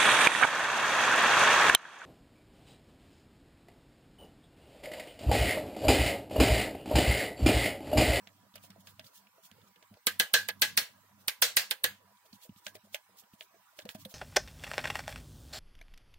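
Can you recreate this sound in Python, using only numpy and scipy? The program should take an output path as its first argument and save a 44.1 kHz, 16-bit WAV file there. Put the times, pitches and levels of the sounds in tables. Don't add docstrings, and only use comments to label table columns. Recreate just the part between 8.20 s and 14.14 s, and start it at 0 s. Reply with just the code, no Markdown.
import sys
import numpy as np
from scipy import signal
from scipy.fft import rfft, irfft
from scipy.io import wavfile
from scipy.ndimage import uniform_filter1d, map_coordinates

SR = 44100
rng = np.random.default_rng(int(sys.argv[2]) if len(sys.argv) > 2 else 0)


def volts_from_decibels(level):
    exponent = np.asarray(level, float) / 20
    return 10 ** exponent


def store_wav(level_fs):
    pcm = np.round(np.clip(np.atleast_2d(level_fs), -1, 1) * 32767)
    wavfile.write(sys.argv[1], SR, pcm.T.astype(np.int16))


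N = 261954


def unit(x):
    return x / np.sqrt(np.mean(x ** 2) + 1e-20)


def wobble(rate):
    knots = rng.standard_normal(int(N * rate / SR) + 4)
    return map_coordinates(knots, [np.arange(N) * rate / SR])


def along(points, hz):
    f, v = np.transpose(points)
    return np.interp(np.log(hz + 1), np.log(f), v)


def coloured(x, spectrum):
    n = x.shape[-1]
    hz, db = np.transpose(spectrum)
    pitch = np.log(np.fft.rfftfreq(n, 1 / SR) + 1)
    gain = volts_from_decibels(np.interp(pitch, np.log(hz), db, -120, -120))
    return unit(irfft(rfft(x) * gain, n))


# (frequency [Hz], correlation [1])
NEAR = [(150, 0.63), (500, 0.45), (1200, 0.63), (2500, 0.025), (8000, 0.26)]


def pair(n, patchy_db, size, floor=-9):
    hz, _, (a, b) = signal.stft(rng.standard_normal((2, n)), SR, nperseg=512)
    turn = np.arccos(np.clip(along(NEAR, hz), -1, 1))[:, None] / 2
    field = rng.standard_normal(a.shape)
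    field = uniform_filter1d(field, size[0], axis=0)
    field = unit(uniform_filter1d(field, size[1], axis=1))
    muting_db = 22 / (1 + np.exp(6 * (field - floor)))
    gain = volts_from_decibels(patchy_db * field - muting_db)
    left = np.cos(turn) * a + np.sin(turn) * b
    right = np.cos(turn) * a - np.sin(turn) * b
    return signal.istft(gain * np.array([left, right]), nperseg=512)[1][:, :n]


def gate(s, length):
    t = np.arange(N) / SR
    edge_s = .012
    return np.clip(np.minimum(t - s, s + length - t) / edge_s + .5, 0, 1)


# (start [s], length [s], level [dB])
HUM_OPEN = [(0, 0.28, -68), (.35, 0.4, -62.5), (.77, 0.1, -64.5), (1.312, 0.13, -64.5), (1.71, 0.048, -59),
            (1.886, 0.16, -61.5), (2.132, .5, -59.5), (2.69, 0.43, -68), (3.2, 0.094, -65.5),
            (3.34, 0.079, -64.5), (3.632, 0.09, -60), (3.7, 0.21, -68.5), (4.115, 0.058, -64.5),
            (4.294, 0.036, -55.5), (4.356, 0.043, -71), (4.467, 0.12, -68), (4.634, 0.12, -73),
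            (5.125, 0.04, -72), (5.627, 0.08, -63), (5.75, 0.13, -58)]
# (start [s], length [s], level [dB])
OCTAVE_OPEN = [(0, 0.1, -62), (0.21, 0.11, -67), (.34, .53, -66), (0.978, .11, -67.5), (1.14, 0.035, -74),
               (1.23, 0.032, -70), (1.417, .11, -66), (1.569, .04, -69), (1.88, 0.18, -61),
               (2.13, 0.51, -59.5), (2.71, .1, -69.5), (2.908, .12, -62), (3.188, 0.34, -69),
               (3.64, 0.115, -59.5), (3.838, 0.13, -68.5), (4.46, 0.14, -71), (4.63, .1, -68.5),
               (4.89, 0.067, -68), (5.327, 0.091, -73.5), (5.75, 0.16, -64)]
# (frequency [Hz], level [dB])
FAN = [(980, -77.5), (1165, -87)]
# (frequency [Hz], level [dB per Hz])
RUMBLE = [(30, -32.5), (60, -24), (100, -0.5), (150, -3.5), (200, -5.5), (300, -6.5), (340, -42)]


def fridge():
    t = np.arange(N) / SR
    shut_hum_db = -88.5
    hum_gain = volts_from_decibels(shut_hum_db) + sum(volts_from_decibels(db) * gate(s, length) for s, length, db in HUM_OPEN)
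    octave_gain = sum(volts_from_decibels(db) * gate(s, length) for s, length, db in OCTAVE_OPEN)
    phase = 2 * np.pi * 98 * t + .5 * wobble(6)
    hum = volts_from_decibels(-4.5) * hum_gain * np.sin(phase)
    octave = octave_gain * volts_from_decibels(-4 + 1.3 * wobble(26)) * np.sin(2.02 * phase + 0.9 * wobble(32))
    rumble_gain = volts_from_decibels(-9) * hum_gain + volts_from_decibels(-15.5) * octave_gain + volts_from_decibels(-92.5)
    rumble = rumble_gain * coloured(pair(N, patchy_db=6, size=(1, 5)), RUMBLE)
    lines = 0
    for hz, db in FAN:
        lines = lines + volts_from_decibels(db + 1.2 * wobble(5)) * np.sin(2 * np.pi * hz * t + 1.2 * wobble(16))
    return hum + octave + lines + rumble


# (frequency [Hz], level [dB per Hz])
AIR = [(450, -32), (760, -7), (852, -9.5), (1000, -2), (1040, -7.5), (1190, -7.5), (2810, -17),
       (5100, -18.5), (6170, -19.5), (9150, -20), (9880, -24.5), (15800, -15)]


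def air():
    return volts_from_decibels(-67 + 0.63 * wobble(7.2)) * coloured(pair(N, patchy_db=3.5, size=(2, 9)), AIR[1:])


# (frequency [Hz], level [dB per Hz])
MURMUR = [(230, -28.5), (260, -9.5), (480, -1), (680, 3.5), (770, -3.5), (800, -39)]
# (start [s], length [s])
MUTES = [(0.295, .04), (0.42, 0.027), (0.73, 0.05), (1.1, 0.036), (1.52, 0.033), (1.64, 0.067),
         (1.785, 0.067), (2.797, .03), (2.86, .025), (2.94, 0.032), (3.15, .05), (3.929, 0.097),
         (4.332, 0.064), (4.59, 0.055), (4.678, 0.047), (4.822, 0.075), (4.99, .025), (5.086, 0.038),
         (5.272, 0.033), (5.427, 0.1), (5.803, 0.048)]


def murmur():
    t = np.arange(N) / SR
    murmur_db, mute_db = -75.5, -20
    puff_db, puff_t60_s = 1.3, 0.054
    hush = volts_from_decibels(murmur_db + mute_db * sum(gate(s, length) for s, length in MUTES))
    puffs = sum(volts_from_decibels(db + puff_db - 60 * np.abs(t - s) / puff_t60_s) * (t > s) for s, db, hz in CLUNKS)
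    return (hush + puffs) * coloured(pair(N, patchy_db=2, size=(2, 7), floor=-0.21), MURMUR)


# (time [s], peak level [dB], frequency [Hz], t60 [s])
THUMPS = [(0.34, -59, 211, 0.032), (0.499, -57.5, 192, 0.096), (0.581, -62, 192, 0.1),
          (0.843, -68, 144, 0.095), (1.317, -59.5, 207, 0.05), (1.712, -57, 204, 0.093),
          (1.87, -38, 226, 0.022), (1.997, -47, 210, 0.058), (2.136, -53, 217, 0.049),
          (2.416, -48, 216, 0.041), (2.575, -49.5, 206, 0.061), (3.076, -53.5, 212, 0.029),
          (3.219, -51.5, 230, 0.041), (3.368, -49.5, 213, 0.037), (3.504, -58.5, 296, 0.034),
          (3.64, -47.5, 210, 0.031), (4.131, -55, 204, 0.059), (4.293, -43.5, 197, 0.036),
          (4.362, -60.5, 197, 0.043), (4.467, -63, 200, 0.066), (4.552, -65, 285, 0.067),
          (4.639, -64.5, 210, 0.079), (5.035, -71, 207, 0.063), (5.136, -52, 203, 0.03),
          (5.651, -48.5, 208, 0.053), (5.75, -42, 214, 0.034), (5.856, -47, 202, 0.05)]


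def thumps():
    t = np.arange(SR // 5) / SR
    out = np.zeros(N + SR)
    for s, db, hz, t60 in THUMPS:
        push = np.sin(2 * np.pi * hz * t) * volts_from_decibels(-60 * t / max(t60, .02)) * (1 - np.exp(-t / 0.0024))
        out[round(s * SR):][:len(t)] += volts_from_decibels(db + 11.0) * push
    return out[:N] * volts_from_decibels([[-.7], [.7]])


# (time [s], peak level [dB], frequency [Hz])
CLUNKS = [(.072, -64.5, 666), (.355, -63.5, 592), (.44, -64, 716), (.56, -60, 660), (.794, -57, 626),
          (1.18, -62, 657), (1.38, -65, 480), (1.56, -67.5, 484), (1.625, -71, 620), (1.77, -67.5, 486),
          (4.05, -66.5, 643), (4.25, -63, 492), (4.465, -51.5, 608), (4.552, -52.5, 618),
          (4.67, -71.5, 665), (4.744, -48.5, 611), (4.89, -69, 495), (5.208, -57, 627), (5.34, -66.5, 672),
          (5.588, -52, 617), (5.654, -47, 497), (5.751, -50, 640), (5.856, -49, 520), (5.915, -66, 700)]


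def clunks():
    t = np.arange(SR // 5) / SR
    t60_s, rise_s = 0.079, 0.0026
    out = np.zeros((2, N + SR))
    for s, db, hz in CLUNKS:
        drift = .006 * np.cumsum(rng.standard_normal(len(t))) + rng.normal(0, 0.22, (2, 1))
        envelope = volts_from_decibels(db + 7 - 60 * t / t60_s) * (1 - np.exp(-t / rise_s))
        out[:, round(s * SR):][:, :len(t)] += envelope * np.sin(2 * np.pi * hz * t + drift)
    return out[:, :N]


# (time [s], peak level [dB], frequency [Hz])
TICKS = [(0.3393, -48.5, 3620), (0.3782, -47, 2920), (0.605, -62, 3490), (0.842, -48, 3570),
         (0.8653, -46.5, 4455), (1.069, -51.5, 2457), (1.4144, -55.5, 3544), (1.559, -51, 2944),
         (1.7711, -58.5, 4310), (3.9704, -58.5, 3576), (4.0583, -56.5, 3520), (4.1282, -43.5, 4370),
         (4.2922, -54.5, 3150), (4.36, -54.5, 3580), (5.0365, -57, 3147), (5.1326, -56.5, 2670),
         (5.6195, -46.5, 3615), (5.7103, -53.5, 2247), (5.8002, -59, 3435), (5.8498, -35, 3580)]


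def ticks():
    t = np.arange(SR // 20) / SR
    envelope = (1 - np.exp(-t / 0.00076)) * volts_from_decibels(-60 * t / 0.036)
    out = np.zeros((2, N + SR))
    for s, db, hz in TICKS:
        ragged = 0.29 * np.cumsum(rng.standard_normal((2, len(t))), axis=1)
        snap = np.sin(2 * np.pi * hz * t + ragged)
        out[:, round(s * SR):][:, :len(t)] += volts_from_decibels(db - 1) * snap * envelope
    return out[:, :N]


# (frequency [Hz], level [dB per Hz])
RICE = [(1530, -30), (2600, -8), (3460, -3), (3820, -5), (8570, -6), (9310, -9), (14400, -4), (15800, 0)]
# (middle time [s], level [dB], half length [s])
SMEARS = [(.36, -55, 0.0087), (0.448, -56.5, 0.023), (0.609, -62, 0.012), (0.689, -58.5, 0.031),
          (.865, -59, 0.026), (0.967, -57, 0.031), (1.255, -55.5, 0.022), (1.479, -66.5, 0.013),
          (2.399, -61, 0.0049), (3.011, -64, .02), (4.063, -64.5, 0.012), (4.149, -59.5, 0.019),
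          (4.24, -54.5, 0.025), (4.383, -60.5, 0.015), (4.474, -53, 0.028), (4.557, -56, 0.012),
          (4.655, -67, 0.013), (4.747, -49.5, 0.018), (4.994, -54.5, 0.023), (5.142, -64, 0.014),
          (5.225, -59.5, 0.03), (5.592, -58.5, 0.025), (5.623, -64, 0.013), (5.709, -52.5, 0.02),
          (5.754, -53, 0.0095), (5.811, -56, 0.025), (5.914, -55, 0.02)]


def smears():
    t = np.arange(N) / SR
    pressure = sum(volts_from_decibels(db) * np.exp(-((t - s) / half) ** 2) for s, db, half in SMEARS)
    grains = pair(N, patchy_db=1.5, size=(6, 5)) * volts_from_decibels(1.1 * wobble(350))
    return pressure * coloured(grains, RICE)


def ring(modes, t, rise, blur):
    hz, db, t60 = np.transpose(modes)[:, :, None]
    drift = blur * np.cumsum(rng.standard_normal((len(modes), len(t))), axis=1)
    start = rng.uniform(0, 2 * np.pi, (len(modes), 1))
    start = start + rng.normal(0, 0.6, (2, len(modes), 1)) * np.sqrt(hz / 1000)
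    size = volts_from_decibels(db + rng.normal(0, 2.5, db.shape) - 60 * t / t60)
    return (1 - np.exp(-t / rise)) * np.sum(size * np.sin(2 * np.pi * hz * t + start + drift), axis=1)


def dulled(x, dry_db):
    n = x.shape[-1]
    dull_hz, dulling, dull_s = 3234, 0.45, 0.0059
    treble = irfft(rfft(x) / (1 + (dull_hz / (np.fft.rfftfreq(n, 1 / SR) + 1)) ** 8), n)
    sunk_db = -dulling * max(dry_db, 0) * (1 - np.exp(-np.arange(n) / SR / dull_s))
    return x - treble * (1 - volts_from_decibels(sunk_db))


FAMILIES_HZ = [300, 560, 1100, 1650, 2250, 3150, 4200, 6000]


def spotted(x, spot_db):
    body, *rest = spot_db
    n = x.shape[-1]
    families = np.c_[FAMILIES_HZ, [0, body, 0, *rest, 0]]
    return irfft(rfft(x) * volts_from_decibels(along(families, np.fft.rfftfreq(n, 1 / SR))), n)


# (frequency [Hz], level [dB per Hz])
ANSWER = [(260, -40), (450, -8.5), (947, -13), (1400, -10), (1580, -5), (1850, -4.5), (1990, -2),
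          (2330, -4.5), (4300, -2), (8300, -10), (10800, -40), (18300, -120)]


def crack_and_room(t, crack_hz, near_db, dry_db, decay, streaks_db):
    between_ports = 0.9 * np.c_[[1, -1]]
    swell = np.exp(-(t * crack_hz / 0.74 - 2) ** 2)
    crack = swell * np.cos(2 * np.pi * crack_hz * t - 7.5 + between_ports)
    walls = np.zeros((2, len(t)))
    walls[:, 0] = .9
    when = rng.uniform(0.0082, 0.02, (7, 2))
    echoes = volts_from_decibels(near_db + 2 - 60 * when / 0.13) * rng.standard_normal((7, 2))
    walls[[0, 1], (when * SR).astype(int)] = echoes
    hit = signal.fftconvolve(walls, crack[:, :200], axes=1)[:, :len(t)]
    wash = dulled(coloured(pair(len(t), streaks_db, size=(2, 14)), ANSWER[1:]), dry_db)
    return hit + volts_from_decibels(3.5) * decay * (1 - np.exp(-t / 0.00091)) * wash


# (frequency [Hz], level [dB], t60 [s])
PLATE = [(847, -14, .17), (1070, -16, .14), (1235, -13, .16), (1540, -7, .2), (1578, -2, .22),
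         (1667, -1, .24), (1714, -4, .2), (1921, -5, .16), (1990, -8, .14), (2040, -7, .15),
         (2103, -8, .14), (2490, -9, .13), (2620, -9, .13)]
# (frequency [Hz], level [dB], t60 [s])
RIM = [(3030, -6, .14), (3165, -6, .14), (3225, -7, .14), (3378, -6, .14), (3860, -8, .13), (3930, -9, .1),
       (4075, -7, .1), (4155, -6, .14), (4220, -3, .16), (4310, -6, .14), (4376, -7, .14), (4440, -8, .13)]
# (frequency [Hz], level [dB], t60 [s])
BODY = [(342, -6, .12), (488, 0, .13), (611, -4, .11), (670, -5, .11)]


def plate_and_body(t, plate_db, body_db, low_db, dry_db):
    modes = volts_from_decibels(plate_db - 3) * dulled(ring(PLATE + RIM, t, rise=.004, blur=.022), dry_db)
    modes += volts_from_decibels(plate_db + low_db) * ring(PLATE[:1], t, rise=.004, blur=.01)
    modes += volts_from_decibels(body_db + 1.5) * ring(BODY, t, rise=.003, blur=0.0085)
    return volts_from_decibels(-14 * max(dry_db, 0) * t) * modes


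# (frequency [Hz], level [dB per Hz])
TOP = [(4710, -30.5), (8000, -6.5), (9650, 0), (11000, -6), (11900, 1.5), (12900, -1.5), (15800, -2)]


def top_octave(t, lead, decay, far_t60, streaks_db):
    top_fades = 1.15
    after = .5 * (decay / decay[0]) ** top_fades + .5 * volts_from_decibels(-60 * t / 0.0067) + .04 * volts_from_decibels(-60 * t / far_t60)
    after = np.roll(after, round(lead * SR))
    step = np.where(t < lead, volts_from_decibels(-12 * (1.5 - t / lead)), after)
    noise = coloured(pair(len(t), streaks_db, size=(2, 30)), TOP[1:])
    return np.clip(t / .001, 0, 1) * step * noise * volts_from_decibels([[-1], [1]])


def strikes(rows, lead, late, near_t60, far_t60, streaks_db):
    size = SR // 3
    margin = 200
    spot_in_wash = .6
    t = np.arange(size) / SR
    out = np.zeros((2, N + size))
    for s, db, near_db, far_db, top_db, plate_db, body_db, pan_db, crack_hz, low_db, *spot_db in rows:
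        db = db + pan_db * np.c_[[.5, -.5]]
        dry_db = near_db - far_db
        decay = volts_from_decibels(near_db - 60 * t / near_t60) + volts_from_decibels(far_db - 60 * t / far_t60)
        hit = crack_and_room(t, crack_hz, near_db, dry_db, decay, streaks_db)
        hit = spotted(np.roll(hit, shift=margin, axis=1), spot_in_wash * np.array(spot_db))
        modes = plate_and_body(t, plate_db, body_db, low_db, dry_db)
        hit = hit + spotted(np.roll(modes, shift=margin, axis=1), spot_db)
        hit = np.roll(hit, shift=-margin, axis=1)
        hit[:, -margin:] = 0
        at = round((s + late) * SR)
        out[:, at:at + size] += volts_from_decibels(db) * hit
        fizz = top_octave(t, lead, decay, far_t60, streaks_db)
        out[:, at - round(lead * SR):][:, :size] += volts_from_decibels(db + top_db + 7) * fizz
    return out[:, :N]


# (time [s], crack peak [dB], near scatter [dB], room tail [dB], top octave [dB])
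TAPS = [(0.0712, -36.5, -12, -47, -36.5), (0.3551, -44, -2, -22, -8), (0.4354, -54.5, -5.5, -13, -5.5),
        (0.5023, -50, -3.5, -17, -13), (0.6699, -38.5, -10, -22, -23.5), (0.7936, -33, -11, -34, -25.5),
        (1.3129, -39.5, -14, -38, -25), (1.6252, -46.5, -9.5, -36, -40), (1.7389, -52.5, -3.5, -53, -18),
        (4.4648, -24, -12.5, -28, -32), (4.5516, -44.5, -1.5, -27, -15), (4.7441, -20, -17, -26.5, -21.5),
        (5.2076, -30, -13, -50, -32), (5.5882, -31, -13.5, -28, -26.5), (5.6521, -55, 2.5, -10, -3.5),
        (5.6895, -25.5, -16.5, -30.5, -26.5), (5.7473, -43.5, -6.5, -37, -22),
        (5.8516, -38, -32, -31, -14.5)]


def taps():
    s, db, near_db, far_db, top_db = np.transpose(TAPS)
    plate_db, body_db = near_db - 11.5, near_db - 26.5
    pan_db, crack_hz = 0 * s, 0 * s + 3010
    chance = rng.normal(0, 3, (len(s), 6))
    rows = np.c_[s, db, near_db, far_db, top_db, plate_db, body_db, pan_db, crack_hz, chance]
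    return strikes(rows, lead=0.0011, late=0.0012, near_t60=0.026, far_t60=0.12, streaks_db=2.5)


# (time [s], crack peak [dB], near scatter [dB], room tail [dB], plate ring [dB])
KNOCKS = [(1.8673, -8.5, -13.5, -27, -19), (1.9967, -8, -13.5, -24.5, -18), (2.137, -9, -15.5, -17.5, -14),
          (2.2853, -22.5, -5, -29, -9.5), (2.4177, -8.5, -16.5, -20.5, -14.5),
          (2.573, -10, -12, -19.5, -19.5), (3.0802, -9.5, -16, -30, -30.5), (3.2201, -17.5, -7, -7, -27.5),
          (3.3666, -18, -5.5, -9, -16.5), (3.5089, -12.5, -13.5, -31.5, -19),
          (3.6394, -13.5, -9.5, -21, -15.5)]
# (left over right [dB], crack frequency [Hz], top octave [dB], 850 Hz ring [dB])
ANGLES = [(-2, 3800, .1, -3), (-.4, 3300, .1, -3), (-1.2, 3900, .1, -3), (-4.4, 3800, .1, -3),
          (-.3, 3800, .1, .1), (-.4, 3800, .1, -3), (-2.1, 3800, .1, -3), (-1.1, 3800, .1, 6),
          (-1.3, 3300, .1, 6), (-3.6, 3600, .1, -3), (-1.1, 3500, .1, -5)]
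# (body [dB], low ring [dB], middle [dB], rim [dB], high rim [dB])
SPOTS = [(-8, 3, .1, .1, 2), (2, 3, -2, 3, .1), (-1, 4, -3, .1, 3), (6, 3, .1, .1, .1), (-8, .1, 2, 3, 2),
         (-2, .1, .1, .1, 3), (-3, 2, 2, -1, 1), (-1, 2, -3, -1, 1), (-3, .1, 2, .1, .1),
         (-2, -3, -2, 4, 2), (4, 4, -2, 3, .1)]


def knocks():
    s, db, near_db, far_db, plate_db = np.transpose(KNOCKS)
    pan_db, crack_hz, extra_db, low_db = np.transpose(ANGLES)
    top_db = near_db + 0.96 + 0.38 * (far_db - near_db) + extra_db
    body_db = plate_db - 13
    rows = np.c_[s, db, near_db, far_db, top_db, plate_db, body_db, pan_db, crack_hz, low_db, SPOTS]
    return strikes(rows, lead=.006, late=.0016, near_t60=0.047, far_t60=0.23, streaks_db=2.0)


def scene():
    left, right = fridge() + air() + murmur() + clunks() + ticks() + smears() + taps()
    aside = volts_from_decibels([[-1.5], [1.5]]) * np.array([np.roll(left, shift=4), right])
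    return aside + thumps() + knocks()


# (frequency [Hz], threshold [spreads])
HOLES = [(300, -3), (2500, -2.5), (5000, -1.9), (9000, -1.4), (11000, -1.15), (13000, -1.3), (15500, -1.7)]


def dropouts(x):
    hz, _, z = signal.stft(x, SR, nperseg=512)
    bins, frames = z.shape[1:]
    blocks = rng.standard_normal((bins // 4 + 1, frames // 4 + 1))
    blocks = unit(uniform_filter1d(blocks, size=4, axis=1))
    field = np.kron(blocks, np.ones((4, 4)))[:bins, :frames]
    power = np.sum(np.abs(z) ** 2, axis=(0, 1))
    before = np.roll(uniform_filter1d(power, size=5), shift=3)
    fading = power < .1 * np.roll(uniform_filter1d(power, size=16), shift=8)
    threshold = along(HOLES, hz)[:, None] + .5 * fading * (hz > 4500)[:, None]
    empty = (power < 2 * before) * (field < threshold)
    return signal.istft(z * np.where(empty, volts_from_decibels(-26), 1), nperseg=512)[1][:, :N]


def roll_off(x):
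    return signal.sosfilt(signal.butter(12, 16970, fs=SR, output="sos"), x)


def record(dry):
    mix = dropouts(dry)
    return roll_off(mix)


dry = scene()
out = record(dry)
store_wav(out)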